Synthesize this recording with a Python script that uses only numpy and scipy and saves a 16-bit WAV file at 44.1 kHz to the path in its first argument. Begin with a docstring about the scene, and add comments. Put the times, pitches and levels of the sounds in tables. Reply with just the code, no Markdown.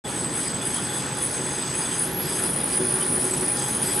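"""Works vehicle on rails

A small vehicle loaded with sand rolls slowly closer in a leafy cutting. Its steel wheels scrape
the rails and squeal in their high modes, which take turns at being loudest. Underneath: rolling
rumble, gritty scraping, drive hum and whine, a running-gear throb, flange squeaks, body knocks."""
import sys
import numpy as np
from scipy import signal
from scipy.fft import rfft, irfft
from scipy.io import wavfile
from scipy.ndimage import uniform_filter1d

SR = 44100
rng = np.random.default_rng(int(sys.argv[2]) if len(sys.argv) > 2 else 0)


def to_wav(s):
    """Save 16-bit WAV."""
    ch = np.atleast_2d(s).T  # columns
    pcm = np.round(np.clip(ch, -1, 1) * 32767)  # PCM
    wavfile.write(sys.argv[1], SR, pcm.astype(np.int16))


N = 176400
T = np.arange(N) / SR
HZ = np.fft.rfftfreq(N, 1 / SR)

# wheel mode envelopes (time [s], level [dB])
MODE_1 = [(0.06, -41.5), (0.12, -53), (0.26, -54), (0.28, -64), (0.33, -42), (0.59, -62), (0.62, -37.5),
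          (0.68, -52), (0.76, -44), (0.86, -51), (0.9, -39.5), (1.12, -52), (1.2, -43), (1.27, -52),
          (1.69, -47), (1.72, -57), (1.87, -39), (1.97, -51), (2.5, -47), (2.54, -61), (2.61, -49),
          (3.54, -56), (3.57, -43.5), (3.8, -53.5), (3.92, -46), (4.0, -59)]
MODE_2 = [(0.06, -52), (0.42, -49), (0.5, -35.5), (0.54, -51), (1.01, -45), (1.1, -55), (1.17, -47.5),
          (1.75, -46), (1.79, -51), (1.83, -41), (1.87, -49), (1.95, -42.5), (2.19, -57), (2.23, -42),
          (2.37, -38.5), (2.41, -48), (2.45, -41), (2.53, -53), (2.62, -44), (2.65, -60), (2.73, -39),
          (2.75, -48), (3.54, -50), (3.57, -40), (3.82, -52), (3.83, -39.5), (3.92, -40.5), (4.0, -52)]
MODE_3 = [(0.06, -53), (0.11, -45), (0.36, -52), (0.4, -44), (0.63, -50), (0.67, -43.5), (1.12, -46),
          (1.37, -42), (1.95, -41.5), (2.21, -56), (2.36, -42), (2.63, -62), (2.71, -48), (3.22, -55),
          (3.27, -43), (3.51, -55), (3.59, -39), (4.0, -52)]
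MODE_4 = [(0.06, -38), (0.26, -32), (0.82, -35), (0.83, -31.5), (1.32, -37.5), (1.33, -32.5), (1.76, -33),
          (1.78, -37), (1.92, -31.5), (2.2, -55), (2.28, -33), (2.65, -48), (2.73, -36), (2.76, -43),
          (2.9, -52), (3.01, -38.5), (3.19, -46), (3.34, -28.5), (3.36, -38), (3.54, -46), (3.63, -29.5),
          (3.81, -47), (3.89, -25.5), (4.0, -41)]
MODE_5 = [(0.06, -45.5), (0.19, -34.5), (0.31, -47), (0.36, -29.5), (0.48, -35), (0.51, -44), (0.59, -49),
          (0.67, -26.5), (0.72, -36.5), (0.75, -25), (0.77, -32.5), (0.92, -43), (0.97, -27.5),
          (1.0, -40.5), (1.11, -46.5), (1.24, -25.5), (1.3, -33), (1.32, -29.5), (1.41, -43.5),
          (1.46, -32.5), (1.71, -47), (1.79, -27.5), (1.9, -40.5), (2.02, -24), (2.14, -45.5),
          (2.41, -27.5), (3.23, -27), (3.25, -23.5), (3.34, -42), (3.36, -30.5), (3.52, -23.5), (3.64, -36),
          (3.77, -23.5), (3.78, -34), (3.82, -23.5), (3.9, -36), (3.92, -30), (4.0, -29)]
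MODE_6 = [(0.06, -63), (0.08, -52), (0.3, -61), (0.38, -44), (0.54, -68), (0.67, -44), (0.83, -57),
          (0.93, -46), (1.13, -59), (1.24, -42), (1.4, -61), (1.96, -51), (2.21, -30), (2.32, -44.5),
          (2.45, -38), (2.52, -46), (2.92, -50), (2.95, -44), (3.68, -49), (3.69, -38.5), (3.79, -52),
          (3.86, -37), (3.9, -44), (4.0, -37)]
TOP_MODES = [(.06, -63.5), (2.0, -61.5), (2.18, -72), (2.3, -61), (3.0, -67), (4.0, -55)]
# drive envelopes (time [s], level [dB])
HUM_LEVEL = [(0.06, -54), (0.12, -45.5), (2.23, -42.5), (2.5, -36.5), (2.62, -53), (2.81, -31),
             (2.84, -35.5), (3.45, -33), (3.49, -47), (4.0, -39)]
WHINE_LEVEL = [(0.06, -43.5), (0.64, -45), (1.15, -44), (1.45, -51.5), (1.54, -37), (1.57, -50),
               (3.46, -44.5), (3.65, -39), (3.91, -46.5), (4.0, -39)]


def amp(db):
    """Decibels to gain."""
    return 10 ** (np.asarray(db) / 20)


def unit_rms(x):
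    """Scale to rms 1."""
    return x / np.sqrt(np.mean(abs(x) ** 2) + 1e-20)


def envelope(points):
    """Gain over time from (time [s], level [dB])."""
    return amp(np.interp(T, *np.transpose(points)))


def swell(peak_s, half_s):
    """Gaussian envelope."""
    return np.exp(-((T - peak_s) / half_s) ** 2)


def per_bin(points):
    """Interpolate (frequency [Hz], value) onto the FFT bins, in log frequency."""
    hz, value = np.transpose(points)
    return np.interp(np.log(HZ + 1), np.log(hz + 1), value)


def stereo(mid, side, correlation):
    """Left and right from two unrelated signals."""
    side = side * np.sqrt((1 - correlation) / (1 + correlation))
    return np.array([mid + side, mid - side])


def wander(width_hz, order=2):
    """Complex random motion of a resonance; higher order, steeper skirts."""
    noise = rng.standard_normal(N) + 1j * rng.standard_normal(N)
    detuning = 2 * np.fft.fftfreq(N, 1 / SR) / width_hz
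    return unit_rms(np.fft.ifft(noise / (1 + detuning ** 2) ** (order / 2)))


def singing(width_hz, steadiness=0.55):
    """Self-sustained vibration: wandering phase, partly steadied strength."""
    motion = wander(width_hz)
    return unit_rms(motion / (abs(motion) + 0.1) ** steadiness)


def tone(hz, width_hz):
    """Wavering tone, rms 1."""
    return unit_rms((singing(width_hz) * np.exp(2j * np.pi * hz * T)).real)


def coloured(pair, spectrum):
    """Give two unrelated signals a spectrum and the stereo width of the cutting; rms 1."""
    # (frequency [Hz], left-right correlation [0-1])
    correlation = [(30, 0.9), (125, 0.99), (250, .96), (500, 0.9), (1000, 0.73), (2000, 0.75), (4000, 0.74),
                   (9000, 0.7), (15000, 0.54)]
    mid, side = rfft(pair) * amp(per_bin(spectrum))
    return unit_rms(irfft(stereo(mid, side, per_bin(correlation)), N))


def wheel_squeal():
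    """Friction drives each wheel mode: a singing line in a fuzzy band, rising slightly on approach."""
    # wheel modes (envelope, fuzz centre [Hz], width [Hz], gain [dB], line [Hz], width [Hz], gain [dB])
    modes = [ (MODE_1, 3430, 190, -3, 3445, 50, -5), (MODE_2, 4910, 280, -1.5, 4912, 92, -12),
             (MODE_3, 6430, 260, -1.1, 6445, 53, -6.5), (MODE_4, 8020, 294, -.8, 8100, 29, -4),
             (MODE_5, 9680, 284, -1.33, 9745, 22, -3.5), (MODE_6, 11300, 380, -0.81, 11430, 27, -6),
             (TOP_MODES, 12940, 260, 0, 12932, 40, -7), (TOP_MODES, 14540, 240, -8, 14577, 50, -13), ]
    rise_per_s, skirt_db, flutter_db = 0.000702, -9, 1.5
    clock_s = np.cumsum(1 + rise_per_s * (T - T.mean())) / SR
    out = np.zeros((2, N))
    for curve, fuzz_hz, fuzz_width_hz, fuzz_db, line_hz, line_width_hz, line_db in modes:
        fuzz = amp(fuzz_db) * np.exp(2j * np.pi * fuzz_hz * clock_s)
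        line = amp(line_db) * np.exp(2j * np.pi * line_hz * clock_s)
        core = wander(fuzz_width_hz, order=3)
        skirt = amp(skirt_db) * wander(4.5 * fuzz_width_hz, order=5)
        mid = fuzz * (core + skirt) + line * singing(line_width_hz)
        side = fuzz * wander(fuzz_width_hz) + line * wander(line_width_hz)
        flutter = amp(flutter_db * wander(width_hz=32).real)
        out += np.sqrt(2) * envelope(curve) * flutter * stereo(mid.real, side.real, correlation=0.93)
    return out


def rolling_rumble():
    """Wheels, frame and track boom as the vehicle rolls."""
    # rumble spectrum (frequency [Hz], relative density [dB])
    spectrum = [(20, -33), (36, -28), (52, -10.5), (64, -7), (76, -9), (100, -4), (135, -0.5), (170, 0.5),
                (250, -.5), (380, -3), (520, -6.5), (720, -12.5), (1200, -19), (4000, -53), (16000, -80)]
    # rumble envelope (time [s], level [dB])
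    curve = [(.06, -32), (.9, -34), (1.4, -33.5), (1.85, -34), (2.1, -33), (2.25, -32), (2.6, -31.5),
             (3.3, -31.5), (3.55, -33), (3.7, -32), (4, -31.5)]
    return envelope(curve) * coloured(rng.standard_normal((2, N)), spectrum)


def rough_contact(patch_db=1.55, flicker_db=0.5):
    """Noise pair of uneven contact: drifting spectral patches, shared flicker."""
    frames, bins = N // 128 + 5, 257
    re_1, im_1, re_2, im_2, patches = rng.standard_normal((5, frames, bins))
    patches = uniform_filter1d(patches, size=16, axis=0)
    patches = unit_rms(uniform_filter1d(patches, size=7, axis=1))
    flicker = unit_rms(uniform_filter1d(rng.standard_normal(frames), size=8))[:, None]
    gain = amp(patch_db * patches + flicker_db * flicker)
    spectra = gain * np.array([re_1 + 1j * im_1, re_2 + 1j * im_2])
    return signal.istft(spectra.transpose(0, 2, 1), nperseg=512, noverlap=384)[1][:, :N]


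def friction(grit_per_s=260, grit_db=-9.5, spread_db=2.5):
    """Rough contact with fine grit cracking in it; two unrelated signals."""
    cracks = (rng.random((2, N)) < grit_per_s / SR) * rng.choice([-1, 1], (2, N))
    strength = amp(spread_db * np.minimum(rng.exponential(1, (2, N)), 4))
    return unit_rms(rough_contact()) + amp(grit_db) * unit_rms(cracks * strength)


def rail_scrape(scrape_db=1.73, hiss_db=6):
    """Steel scrapes and hisses on steel; the finest fizz comes through on approach."""
    # contact spectra (frequency [Hz], relative density [dB])
    scrape_spectrum = [(20, -40), (400, -17), (720, -3.5), (870, 3), (1200, -1.5), (1450, 1), (1850, -0.5),
                       (2200, -4.5), (2420, -2.5), (2800, -6.5), (3150, -4), (3900, -8), (5400, -13),
                       (8000, -20), (15000, -46)]
    hiss_spectrum = [(20, -50), (2000, -20), (3900, -3.5), (5400, 0), (6000, -4), (7400, -3.5),
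                     (9000, -1.5), (10500, -12), (15000, -32)]
    fizz_spectrum = [(20, -60), (6000, -30), (9000, -2), (11000, 7), (12500, -3), (14500, -26)]
    # contact envelopes (time [s], relative level [dB])
    scrape_curve = [(0.06, -39.5), (0.08, -37.5), (0.31, -39.5), (0.38, -37), (0.68, -38), (0.76, -35.5),
                    (0.82, -38), (0.85, -37.5), (2.08, -37), (2.12, -39.5), (2.47, -35), (2.48, -38.5),
                    (2.76, -35.5), (2.8, -39.5), (2.81, -37), (3.06, -36), (3.08, -37.5), (3.14, -37.5),
                    (3.75, -37), (4.0, -35)]
    hiss_curve = [(0.06, -54), (0.22, -48), (0.28, -52), (0.48, -47), (0.6, -54), (0.73, -50), (0.75, -44),
                  (0.81, -49), (0.87, -45), (0.89, -56), (0.97, -48), (1.23, -50), (1.27, -57), (1.32, -46),
                  (1.46, -52), (1.71, -47), (1.78, -52), (1.79, -50), (2.17, -52), (2.2, -57), (2.22, -47),
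                  (2.66, -52.5), (2.69, -47), (2.87, -50), (3.44, -46.5), (3.55, -53), (3.57, -42),
                  (3.71, -50.5), (3.96, -45), (4.0, -51)]
    fizz_curve = [(.06, -64), (1.9, -60), (2.4, -52), (2.66, -51), (2.72, -47), (2.79, -51), (3.3, -48),
                  (3.65, -48), (3.7, -42), (3.75, -52), (3.86, -45), (3.92, -45), (4.0, -37)]
    scrape = amp(scrape_db) * envelope(scrape_curve) * coloured(friction(), scrape_spectrum)
    hiss = amp(hiss_db) * envelope(hiss_curve) * coloured(friction(), hiss_spectrum)
    fizz = envelope(fizz_curve) * coloured(friction(), fizz_spectrum)
    return scrape + hiss + fizz


def drive():
    """Engine and gears hum and whine in wavering tones."""
    # drive tones (envelope, frequency [Hz], width [Hz], gain [dB])
    tones = [(HUM_LEVEL, 365, 4.2, -4.5), (HUM_LEVEL, 376, 5.5, -3.5), (WHINE_LEVEL, 835, 4.8, -.5),
             (WHINE_LEVEL, 820, 16, -8), (WHINE_LEVEL, 134, 3.6, -3.5), (WHINE_LEVEL, 497, 13, -11),
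             (WHINE_LEVEL, 1818, 11, -12)]
    out = np.zeros((2, N))
    for curve, hz, width_hz, db in tones:
        carrier = np.exp(2j * np.pi * hz * T)
        motion = stereo(singing(width_hz), wander(width_hz), correlation=0.97)
        out += np.sqrt(2) * amp(db) * envelope(curve) * (motion * carrier).real
    return out


def gear_throb(first_s=0.564, period_s=0.282, level_db=-34.5):
    """A soft, low thud with each turn of the running gear."""
    beats = sum(swell(first_s + turn * period_s, half_s=0.022) for turn in range(13))
    return amp(level_db) * beats * tone(hz=151.2, width_hz=45)


def flange_squeaks():
    """A flange catches the rail for a moment."""
    # squeaks (peak time [s], half length [s], frequency [Hz], width [Hz], level [dB])
    squeaks = [(0.777, .04, 3200, 200, -42.5), (1.937, .025, 3170, 120, -44), (2.33, .06, 3230, 160, -49),
               (3.01, 0.027, 1180, 60, -42.5), (3.024, 0.014, 3065, 40, -35.5),
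               (3.625, 0.055, 3210, 200, -47), (3.92, .025, 3260, 60, -41.5)]
    return sum(amp(db) * swell(peak_s, half_s) * tone(hz, width_hz)
               for peak_s, half_s, hz, width_hz, db in squeaks)


def body_knocks(rise_s=0.017):
    """Jolts set the loaded body booming briefly."""
    # jolts (time [s], level [dB])
    jolts = [(1.385, -29), (2.79, -28.5), (3.085, -30.5), (3.41, -31.5)]
    # body modes (frequency [Hz], gain [dB], T60 [s])
    modes = [(253.3, -3, 0.35), (310, -4, 0.23), (372.2, -1.5, 0.39), (494, -5, 0.25), (580, -9.5, .2)]
    out = np.zeros(N)
    for hz, mode_db, t60_s in modes:
        ring = tone(hz, width_hz=2.2 / t60_s)
        for start_s, jolt_db in jolts:
            age_s = np.maximum(T - start_s, 0)
            attack = np.minimum(age_s / rise_s, 1)
            out += ring * attack * amp(jolt_db + mode_db - 60 * age_s / t60_s)
    return out


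def scene():
    """Stereo sum of the vehicle's sounds."""
    highs = wheel_squeal() + flange_squeaks()
    lows = rolling_rumble() + gear_throb() + body_knocks()
    return highs + lows + rail_scrape() + drive()


def record(dry):
    """Channel balance, quick fade-in, low-pass."""
    left_db, start_s, fade_s, cutoff_hz = -0.15, 0.039, 0.015, 14750
    balance = amp([[left_db], [0]])
    fade_in = np.clip((T - start_s) / fade_s, 0, 1)
    lowpass = signal.firwin(511, cutoff_hz, window=("kaiser", 9), fs=SR)
    return signal.oaconvolve(dry * balance * fade_in, lowpass[None], "same")


dry = scene()
out = record(dry)
to_wav(out)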